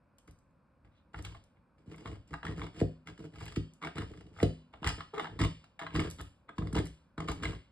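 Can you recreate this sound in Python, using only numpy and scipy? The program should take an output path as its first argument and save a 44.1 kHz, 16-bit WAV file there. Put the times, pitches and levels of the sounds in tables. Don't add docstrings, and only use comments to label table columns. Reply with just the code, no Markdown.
import sys
import numpy as np
from scipy import signal
from scipy.fft import rfft, irfft, next_fast_len
from scipy.io import wavfile
from scipy.ndimage import uniform_filter1d

SR = 44100
rng = np.random.default_rng(int(sys.argv[2]) if len(sys.argv) > 2 else 0)


def persist_wave(psi):
    counts = np.round(np.clip(psi, -1, 1) * 32767).astype(np.int16)
    wavfile.write(sys.argv[1], SR, np.atleast_2d(counts).T)


N = 340011
T = np.arange(N) / SR

# (frequency [Hz], width [Hz], relative level [dB])
SHEET_MODES = [(666, 59, -7.5), (896, 144, -0.5), (1038, 220, -2.5), (1298, 99, 2.5), (1614, 75, -0.5),
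               (1744, 282, -4.5), (2163, 154, -2), (2685, 307, -7.5), (3520, 670, -14), (4360, 185, -23)]
# (frequency [Hz], width [Hz], relative level [dB])
FRAME_MODES = [(167.6, 12, 4.5), (176.5, 9.7, 4), (267.6, 6.9, -14.5), (290.3, 18.8, 6.5), (289, 150, -6.5),
               (399.6, 29, -7), (511, 20, -16.5)]


def undb(db):
    return 10 ** (np.asarray(db) / 20)


def unit(x):
    return x / np.sqrt(np.mean(x ** 2))


def steady(x, window_s):
    return x / np.sqrt(uniform_filter1d(x ** 2, int(window_s * SR)) + 1e-9)


def smooth_noise(window_s):
    return unit(uniform_filter1d(rng.standard_normal(N), int(window_s * SR)))


def band_pass(x, order, low_hz, high_hz):
    return signal.sosfilt(signal.butter(order, [low_hz, high_hz], "band", fs=SR, output="sos"), x)


def at_hz(points, hz):
    f, value = np.transpose(points)
    return np.interp(np.log(np.maximum(hz, 1)), np.log(f), value)


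def convolve(x, response):
    return signal.fftconvolve(x, response / np.linalg.norm(response))[:N]


def colour(points, size=4096):
    log_gain = np.log(undb(at_hz(points, np.fft.rfftfreq(size, 1 / SR))))
    cepstrum = irfft(log_gain)
    cepstrum[1:size // 2] *= 2
    cepstrum[size // 2 + 1:] = 0
    return irfft(np.exp(rfft(cepstrum)))


def modes(table, size=12000):
    t = T[:size]
    response = 0
    for k, (hz, width_hz, db) in enumerate(table):
        decay = width_hz * np.exp(-np.pi * width_hz * t)
        response = response + (-1) ** k * undb(db) * decay * np.sin(2 * np.pi * hz * t)
    return response


def tail(t60_s, rise_s, size=40000):
    t = T[:size]
    decay = np.exp(-np.log(1000) * t / t60_s)
    return rng.standard_normal(size) * decay * (1 - np.exp(-t / rise_s))


def stroke_gains(size=22000, waver_db=3, waver_window_s=0.035):
    # (start [s], length [s], swell from start to end [dB], rasp [dB], crunch [dB],
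    #  shudder of the frame [dB], rumble of the table [dB])
    strokes = [ (0.275, 0.025, 0, -77, -67, -52.5, -48), (0.841, 0.058, -6, -75, -91, -68, -53.5),
               (1.136, 0.065, 4, -56, -58, -45.5, -37), (1.238, 0.14, -11.5, -64.5, -63.5, -57.5, -45),
               (1.557, 0.023, 3, -68.5, -101, -67.5, -68), (1.781, 0.06, -7, -85, -79, -64, -64),
               (1.86, 0.054, -3, -76, -70, -51.5, -58), (1.912, 0.21, -3, -64, -64, -49, -57.5),
               (2.052, 0.12, -9, -57.5, -61, -45, -37), (2.275, 0.062, 11, -77, -66, -60, -53),
               (2.308, 0.036, 12, -56, -74, -42, -42), (2.44, 0.099, -8, -52, -56, -39, -38.5),
               (2.557, 0.12, -8.5, -59, -60.5, -42.5, -41.5), (2.729, 0.093, 27.5, -60.5, -59.5, -50, -53),
               (3.062, 0.049, 3, -54.5, -59, -46.5, -46), (3.191, 0.075, 0, -64, -60.5, -42.5, -69),
               (3.32, 0.075, 9, -62, -63.5, -53, -50), (3.394, 0.19, -4, -61.5, -57.5, -54.5, -46.5),
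               (3.555, 0.014, 7.5, -51, -43.5, -47, -56), (3.816, 0.053, 14, -42.5, -54, -39.5, -50),
               (3.956, 0.079, -3.5, -51.5, -57, -39.5, -37), (4.074, 0.25, -17, -77, -69, -51, -49.5),
               (4.329, 0.099, 31, -64, -61, -56, -48), (4.729, 0.18, -12, -68, -76, -61.5, -55),
               (4.819, 0.016, 7, -45, -59, -37, -42), (4.841, 0.082, -6, -42.5, -45, -40, -31.5),
               (4.977, 0.025, 8, -50.5, -66, -44, -50), (5.14, 0.14, -3, -49.5, -61, -51.5, -70),
               (5.286, 0.13, -13, -71, -74.5, -50.5, -46.5), (5.393, 0.069, -6.5, -35.5, -39, -29, -25.5),
               (5.814, 0.063, -4, -48.5, -64, -44, -50), (5.895, 0.047, 11, -58, -71, -55, -55),
               (5.945, 0.14, -10, -46.5, -49.5, -34, -32), (6.184, 0.029, 3, -47.5, -54, -45, -40),
               (6.25, 0.048, -15, -92, -69, -78, -63), (6.483, 0.016, 5, -51, -92, -47.5, -64),
               (6.555, 0.037, 13, -76, -64, -57, -65), (6.587, 0.17, 0.5, -67, -68, -38.5, -34),
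               (6.743, 0.073, -4.5, -43.5, -51, -29.5, -34.5), (6.858, 0.011, 19, -62, -61, -63, -49.5),
               (7.178, 0.074, -6, -54.5, -66, -37.5, -39.5), (7.278, 0.038, -6.5, -43.5, -47.5, -31, -32.5),
               (7.359, 0.066, 11, -61.5, -79, -47.5, -48), (7.427, 0.14, -20, -53.5, -54, -42, -36.5), ]
    # (lag [s], attack [s], release [s], share of the swell [ratio])
    follow = [(-.005, 0.0097, 0.002, 1.0), (-.005, 0.01, 0.004, 1.0), (-.002, .008, .01, .9),
              (.004, 0.02, 0.027, 1)]
    gains, t = np.zeros((4, N + size)), T[:size]
    for start_s, length_s, swell_db, *dbs in strokes:
        for gain, db, (lag_s, attack_s, release_s, share) in zip(gains, dbs, follow):
            lift = np.exp(-np.maximum(t - length_s, 0) / release_s)
            contact = np.minimum(t / attack_s, 1) * lift
            pressure_db = share * swell_db * (np.minimum(t / length_s, 1) - .5)
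            start = int((start_s + lag_s) * SR)
            gain[start:start + size] += contact * undb(db + pressure_db)
    return gains[:, :N] * undb(waver_db * smooth_noise(waver_window_s))


def slips(median_rate_hz, jitter, scatter_db, count=6000):
    gap, size = rng.standard_normal((count, 2)).T
    where = (np.cumsum(np.exp(jitter * gap)) / median_rate_hz * SR).astype(int)
    sizes = undb(scatter_db * np.clip(size, -2, 2))
    inside = where < N
    return np.bincount(where[inside], sizes[inside], N)


def grater(force, rasp, crunch):
    # (time [s], knock level [dB], crunch level [dB], mid-glide pitch of the sheet there [Hz])
    hard_catches = [(0.184, -75, -63, 1900), (0.2786, -48, -66, 1340), (0.851, -62, -74, 1800),
                    (1.1433, -31.5, -75, 1420), (1.2485, -38.5, -37.5, 1340), (1.264, -41, -74, 1300),
                    (1.3475, -40, -61, 1190), (1.943, -43.5, -78, 1190), (2.005, -56, -59, 1280),
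                    (2.0572, -29.5, -53, 1210), (2.074, -37, -49, 1240), (2.3381, -27, -45, 1290),
                    (2.343, -39, -93, 1850), (2.4299, -30.5, -57, 1730), (2.4508, -31, -43.5, 1330),
                    (2.4671, -27, -53, 1900), (2.48, -38, -56, 1800), (2.594, -38, -51, 1400),
                    (2.6165, -29, -62, 1100), (2.6409, -38, -53, 1140), (2.666, -40, -51, 1210),
                    (2.801, -41.5, -41, 1900), (3.0719, -34, -47.5, 2200), (3.1767, -47.5, -56, 1780),
                    (3.202, -51, -62, 1110), (3.241, -48, -60, 1330), (3.4096, -34.5, -69, 1260),
                    (3.481, -44, -49, 1850), (3.522, -41, -49, 1270), (3.817, -39, -67, 1270),
                    (3.8247, -31, -50.5, 1180), (3.836, -26.5, -67, 1270), (3.8475, -35.5, -47, 1330),
                    (3.871, -29, -46, 1430), (3.956, -42.5, -49, 880), (3.969, -33.5, -56, 1280),
                    (3.9814, -27, -38.5, 1300), (4.018, -34, -51, 1310), (4.042, -42, -71, 1300),
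                    (4.136, -47, -60, 1270), (4.174, -51, -57, 1370), (4.208, -49.5, -57.5, 1400),
                    (4.364, -43.5, -69, 1420), (4.387, -35.5, -70, 1370), (4.4013, -27.5, -72, 2000),
                    (4.4288, -30, -30.5, 1360), (4.7375, -37, -64, 830), (4.829, -33, -76, 780),
                    (4.8435, -24, -39.5, 1350), (4.857, -34, -53, 1650), (4.8648, -22.5, -42, 2080),
                    (4.872, -36, -25.5, 2080), (4.879, -24, -38, 2100), (4.8888, -38, -32, 1500),
                    (5.006, -28, -48.5, 1255), (5.1801, -26.5, -47, 1220), (5.196, -22, -41, 1280),
                    (5.2035, -31, -54.5, 1020), (5.22, -44, -75, 860), (5.2365, -37, -73, 1170),
                    (5.255, -33, -72, 1500), (5.269, -32.5, -71, 900), (5.3905, -33, -54, 1160),
                    (5.402, -28, -48, 2000), (5.413, -27, -34, 1720), (5.42, -38, -49, 1190),
                    (5.436, -34, -41, 2200), (5.447, -29, -36, 1090), (5.6408, -47, -56.5, 1290),
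                    (5.792, -30.5, -43.5, 2245), (5.799, -33.5, -53, 1430), (5.814, -29, -55, 1270),
                    (5.821, -29, -50, 1270), (5.832, -34, -53, 980), (5.8656, -24.5, -55, 1380),
                    (5.9499, -27.5, -56, 1380), (5.96, -26, -35.5, 2000), (5.9941, -22, -43, 2310),
                    (6.0, -36, -36.5, 1640), (6.019, -31.5, -47, 1170), (6.4911, -34, -59, 1360),
                    (6.5815, -28.5, -43.5, 1070), (6.62, -37, -70, 1220), (6.671, -39.5, -52, 1160),
                    (6.727, -36.5, -50, 1370), (6.7517, -29.5, -37, 890), (6.764, -26, -38.5, 910),
                    (6.7804, -30.5, -41, 1760), (6.787, -33, -37, 1100), (7.1787, -27.5, -50.5, 1270),
                    (7.2025, -30.5, -43.5, 1130), (7.243, -53, -54, 1160), (7.285, -23, -35, 1260),
                    (7.296, -32.5, -40, 1342), (7.318, -31, -43.5, 890), (7.434, -27.5, -37.5, 1400),
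                    (7.453, -21, -40.5, 2160), (7.531, -40, -52, 1290)]
    # (time [s], level ahead of colouring and mixing [dB])
    flakes = [(0.1835, -50.5), (0.276, -54.5), (0.31, -52.5), (0.388, -59.5), (0.508, -78), (1.224, -45),
              (1.439, -54), (1.961, -54), (2.277, -59), (3.455, -39), (3.736, -52), (4.4269, -39.5),
              (6.101, -35.5), (6.111, -35), (6.2118, -38.5), (6.73, -40), (6.8551, -38), (6.87, -42.5),
              (7.316, -34.5)]
    # (frequency [Hz], relative level [dB])
    crunch_spectrum = [(500, -52), (1500, 2.5), (2400, 7), (2900, 9.5), (3900, -4.5), (4900, 3.5),
                       (6000, -9.5), (7000, -3), (8500, -6.5), (9500, -11), (11000, -11), (12500, -19)]
    # (frequency [Hz], relative level [dB])
    snap_spectrum = [(1000, -15), (3500, -12), (7000, -4.5), (11000, -3.5), (12500, -8.5)]
    time_s, knock_db, crunch_db, hz = np.vstack([hard_catches, snags(rasp, crunch)]).T

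    scrape = tearing(force, decay_s=.002, drag=.25)
    crumble = tearing(force, decay_s=.003, drag=.9)
    knocks = undb(-1.5) * rasp * scrape
    knocks += undb(-7.5) * bursts(time_s, knock_db, decay_s=0.0041, rise_s=0.00017)
    cuts = undb(-4.0) * crunch * crumble
    cuts += undb(-2) * bursts(time_s, crunch_db, decay_s=0.0035, rise_s=0.00082)
    snaps = undb(-5.5) * bursts(*np.transpose(flakes), decay_s=0.00099, rise_s=0.0019)

    sheet = roaming_sheet(knocks, swing_db=2.2) + undb(-6.5) * pings(time_s, knock_db, hz) + groan()
    return sheet + convolve(cuts, colour(crunch_spectrum)) + convolve(snaps, colour(snap_spectrum))


def snags(rasp, crunch, count=260):
    place = rng.random(count)
    size, pitch = np.clip(rng.standard_normal((2, count)), -2, 2)
    at = ((np.arange(count) + place) / count * (N - 1)).astype(int)
    scatter_db = 3 * size
    knock_db = 20 * np.log10(rasp[at] + 1e-9) + scatter_db + 4.5
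    crunch_db = 20 * np.log10(crunch[at] + 1e-9) + scatter_db - 6
    hz = 1404 * 2 ** (0.33 * pitch)
    return np.column_stack([T[at], knock_db, crunch_db, hz])


def tearing(force, decay_s, drag):
    grip = unit(signal.lfilter([1], [1, -np.exp(-1 / (decay_s * SR))], force))
    return steady((grip + drag) * rng.standard_normal(N), window_s=0.025)


def bursts(times_s, dbs, decay_s, rise_s, size=1500):
    t = T[:size]
    out = np.zeros(N + size)
    fade = np.exp(-t / decay_s) * (1 - np.exp(-t / rise_s))
    noises = rng.standard_normal((len(times_s), size))
    for time_s, db, noise in zip(times_s, dbs, noises):
        start = int(time_s * SR)
        out[start:start + size] += undb(db) * noise * fade / fade.max()
    return out[:N]


def roaming_sheet(knocks, swing_db):
    marks_s = np.arange(0, T[-1] + 1, .04)
    shares, rings = [], []
    for k, mode in enumerate(SHEET_MODES):
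        swing = np.interp(T, marks_s, rng.standard_normal(len(marks_s)))
        shares.append(undb(swing_db * swing))
        rings.append((-1) ** k * modes([mode]))
    energy = np.sum(np.array(rings) ** 2, axis=1) @ np.array(shares) ** 2
    ringing = sum(share * signal.fftconvolve(knocks, ring)[:N] for share, ring in zip(shares, rings))
    return ringing / np.sqrt(energy)


def pings(times_s, dbs, pitches_hz, rise_s=0.00086, decay_s=0.0016, sag=0.051, size=1500):
    out, t = np.zeros(N + size), T[:size]
    swell = (1 - np.exp(-t / rise_s)) * np.exp(-t / decay_s)
    glide_s = np.cumsum(1 + sag * (2 * np.exp(-t / 0.00089) - 1)) / SR
    for time_s, db, hz in zip(times_s, dbs, pitches_hz):
        start = int(time_s * SR)
        out[start:start + size] += undb(db) * swell / swell.max() * np.sin(2 * np.pi * hz * glide_s)
    return out[:N]


def groan(jitter=0.0782, scatter_db=3):
    # (time [s], slip rate [Hz], level [dB])
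    course = [(5.132, 496, -71), (5.138, 410, -33), (5.157, 370, -38.5), (5.172, 417, -32),
              (5.19, 395, -37), (5.222, 250, -41.5), (5.242, 190, -48.5)]
    time_s, rate_hz, db = np.transpose(course)
    wander, flutter = smooth_noise(0.00335), smooth_noise(0.00335)
    phase = np.cumsum(np.interp(T, time_s, rate_hz) * (1 + jitter * wander)) / SR
    pulses = np.diff(np.floor(phase), prepend=0)
    overtones = unit(convolve(pulses, modes(SHEET_MODES[:4])))
    tone = np.sqrt(2) * np.sin(2 * np.pi * phase) + undb(-5.0) * overtones
    level = np.interp(T, time_s, undb(db), left=0, right=0)
    return undb(-11.0) * tone * undb(scatter_db * flutter) * level


def slide(start_s=0.91, length_s=0.11, db=-82, flutter_db=2):
    swell = np.sin(np.pi * np.clip((T - start_s) / length_s, 0, 1)) ** .5
    rub = band_pass(rng.standard_normal(N), order=2, low_hz=1700, high_hz=3800)
    return undb(db + flutter_db * smooth_noise(0.0077)) * swell * unit(rub)


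def steel_ring(steel, rise_s=0.0014):
    # (low edge [Hz], high edge [Hz], relative level [dB], t60 [s])
    registers = [(200, 820, -4.5, 0.24), (1014, 1533, -12, 0.27), (1490, 3600, -10, 0.38),
                 (2636, 5800, -6.5, 0.5), (5730, 10800, -6.5, 0.39)]
    response = 0
    for low_hz, high_hz, db, t60_s in registers:
        ring = tail(t60_s, rise_s)
        ring /= np.linalg.norm(ring)
        response = response + undb(db) * band_pass(ring, 4, low_hz, high_hz)
    return signal.fftconvolve(steel, response)[:N]


def bending_wave(points, top_hz, lag_at_100_hz_s=0.0194, size=8192):
    hz = np.fft.rfftfreq(size, 1 / SR)
    travel = np.exp(-4j * np.pi * lag_at_100_hz_s * np.sqrt(100 * hz))
    roll_off = np.hypot(1, (hz / top_hz) ** 6)
    wave = irfft(undb(at_hz(points, hz)) * travel / roll_off)
    return wave * np.hanning(2 * size)[size:] * (1 - np.exp(-T[:size] / 0.0023))


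def table(shudder, rumble):
    # (frequency [Hz], relative level [dB])
    jolt_spectrum = [(90, -37), (160, 10), (230, -1), (300, -5), (480, -6), (700, -13.5), (1000, -28),
                     (2000, -36)]
    # (frequency [Hz], relative level [dB])
    rumble_spectrum = [(20, -18), (40, -16), (58, 6.5), (78, 0.5), (104, 4), (135, -18.5), (190, -41),
                       (400, -50)]
    judder = slips(median_rate_hz=90, jitter=.45, scatter_db=5.5)
    jolts = convolve(judder, bending_wave(jolt_spectrum, top_hz=920))
    frame_ring = convolve(judder, modes(FRAME_MODES))
    frame = steady(jolts + undb(-2.5) * frame_ring, window_s=0.04)
    boards = steady(convolve(judder, bending_wave(rumble_spectrum, top_hz=392)), window_s=0.057)
    return undb(-6.5) * shudder * frame + undb(-6.5) * rumble * boards


def thumps(return_s=0.01244):
    # (start of the wave [s], peak level ahead of ringing [dB], treble corner [Hz])
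    bumps = [(1.865, -41, 280), (2.322, -42, 417), (2.477, -31.5, 187), (2.807, -18, 653),
             (3.191, -44, 452), (3.231, -45, 484), (3.561, -24, 373), (3.973, -33.5, 330),
             (4.4208, -15.5, 677), (5.395, -27, 347), (5.413, -25.5, 340), (5.956, -32, 410),
             (5.978, -25.5, 405), (6.201, -57, 161), (6.575, -27, 282), (6.613, -29.5, 282),
             (6.722, -28.5, 304), (6.772, -21.5, 193)]
    # (frequency [Hz], relative level [dB])
    bump_spectrum = [(20, -33), (45, -15), (65, 1), (102, 1.5), (135, -4), (165, -0.5), (230, -6.5),
                     (290, -3), (450, -7), (700, -15), (1500, -18)]
    # (frequency [Hz], width [Hz], relative level [dB])
    hollow_modes = [(61.7, 8.4, -7), (102.3, 14, -3.5), (158, 7.7, -1.5), (210.4, 7.1, -8),
                    (249.4, 4, -5.5), (291, 9.6, -3.5), (353, 10, -13), (391, 12, -6), (436, 18, -9),
                    (507, 12, -8), (580, 16, -5), (695, 28, 2.5)]
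    out = np.zeros(N)
    for time_s, db, top_hz in bumps:
        start = int(time_s * SR)
        wave = bending_wave(bump_spectrum, top_hz, lag_at_100_hz_s=.0225)[:N - start]
        out[start:start + len(wave)] += undb(db) * wave / np.abs(wave).max()
    ring = signal.fftconvolve(out, modes(hollow_modes, size=24000))[:N] * 2 * np.pi / SR
    return out + undb(3.0) * np.interp(T - return_s, T, ring, left=0)


def wood_ring(judder, bumps):
    table_ring = convolve(judder + undb(-6) * bumps, tail(t60_s=0.31, rise_s=0.003))
    return undb(-6.0) * table_ring + undb(-25.0) * convolve(judder, modes(FRAME_MODES))


def ports(x):
    # (frequency [Hz], lead of the left [rad])
    lead = [(20, 0), (100, -.12), (350, -.3), (900, -.6), (1900, .2), (2250, 1.1), (2550, 2.8), (3300, 2),
            (4000, .6), (5100, 1.6), (5700, 3.1), (6600, 3.4), (7400, 6.1), (8850, 6.5), (9750, 9.4),
            (10900, 9.5), (12000, 12.2)]
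    size = next_fast_len(N + 4096)
    turn = np.exp(.5j * at_hz(lead, np.fft.rfftfreq(size, 1 / SR)))
    spectrum = rfft(x, size)
    return np.array([irfft(spectrum * turn, size)[:N], irfft(spectrum / turn, size)[:N]])


def wall_echo(steel, judder, bumps):
    # (frequency [Hz], relative level [dB])
    wall_spectrum = [(50, -4.5), (250, -3.5), (520, 14.5), (1000, 6.5), (2300, -5), (4000, 5.5),
                     (9000, -3.5)]
    sent = undb(-7) * steel + undb(-12) * judder + undb(-15) * bumps
    far = convolve(sent, colour(wall_spectrum))
    return np.array([convolve(far, tail(t60_s=0.2, rise_s=0.0001)) for _ in range(2)])


def room_tone(mid_db=-68, side_db=-9, alike_below_hz=250):
    # (frequency [Hz], relative level [dB])
    room_spectrum = [(20, -26), (50, -1), (120, -5.5), (200, -4), (300, -11), (420, -22), (540, -10.5),
                     (660, -19), (800, -20), (1050, -16), (1200, -20), (1500, -21), (2000, -33.5),
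                     (2450, -29.5), (3100, -44), (5000, -43.5), (6200, -55), (8500, -48.5), (12000, -57)]
    mid, side = (convolve(rng.standard_normal(N), colour(room_spectrum)) for _ in range(2))
    side = signal.sosfilt(signal.butter(1, alike_below_hz, "high", fs=SR, output="sos"), side)
    return undb(mid_db) * (mid + undb(side_db) * np.array([side, -side]))


def scene():
    rasp, crunch, shudder, rumble = stroke_gains()
    force = slips(median_rate_hz=115, jitter=.55, scatter_db=4.5)
    steel = grater(force, rasp, crunch) + slide()
    judder, bumps = table(shudder, rumble), thumps()
    near = steel + judder + bumps + steel_ring(steel) + wood_ring(judder, bumps)
    return ports(near) + wall_echo(steel, judder, bumps) + room_tone()


def record(dry):
    return signal.sosfilt(signal.ellip(10, .2, 70, 11700, fs=SR, output="sos"), dry)


dry = scene()
out = record(dry)
persist_wave(out)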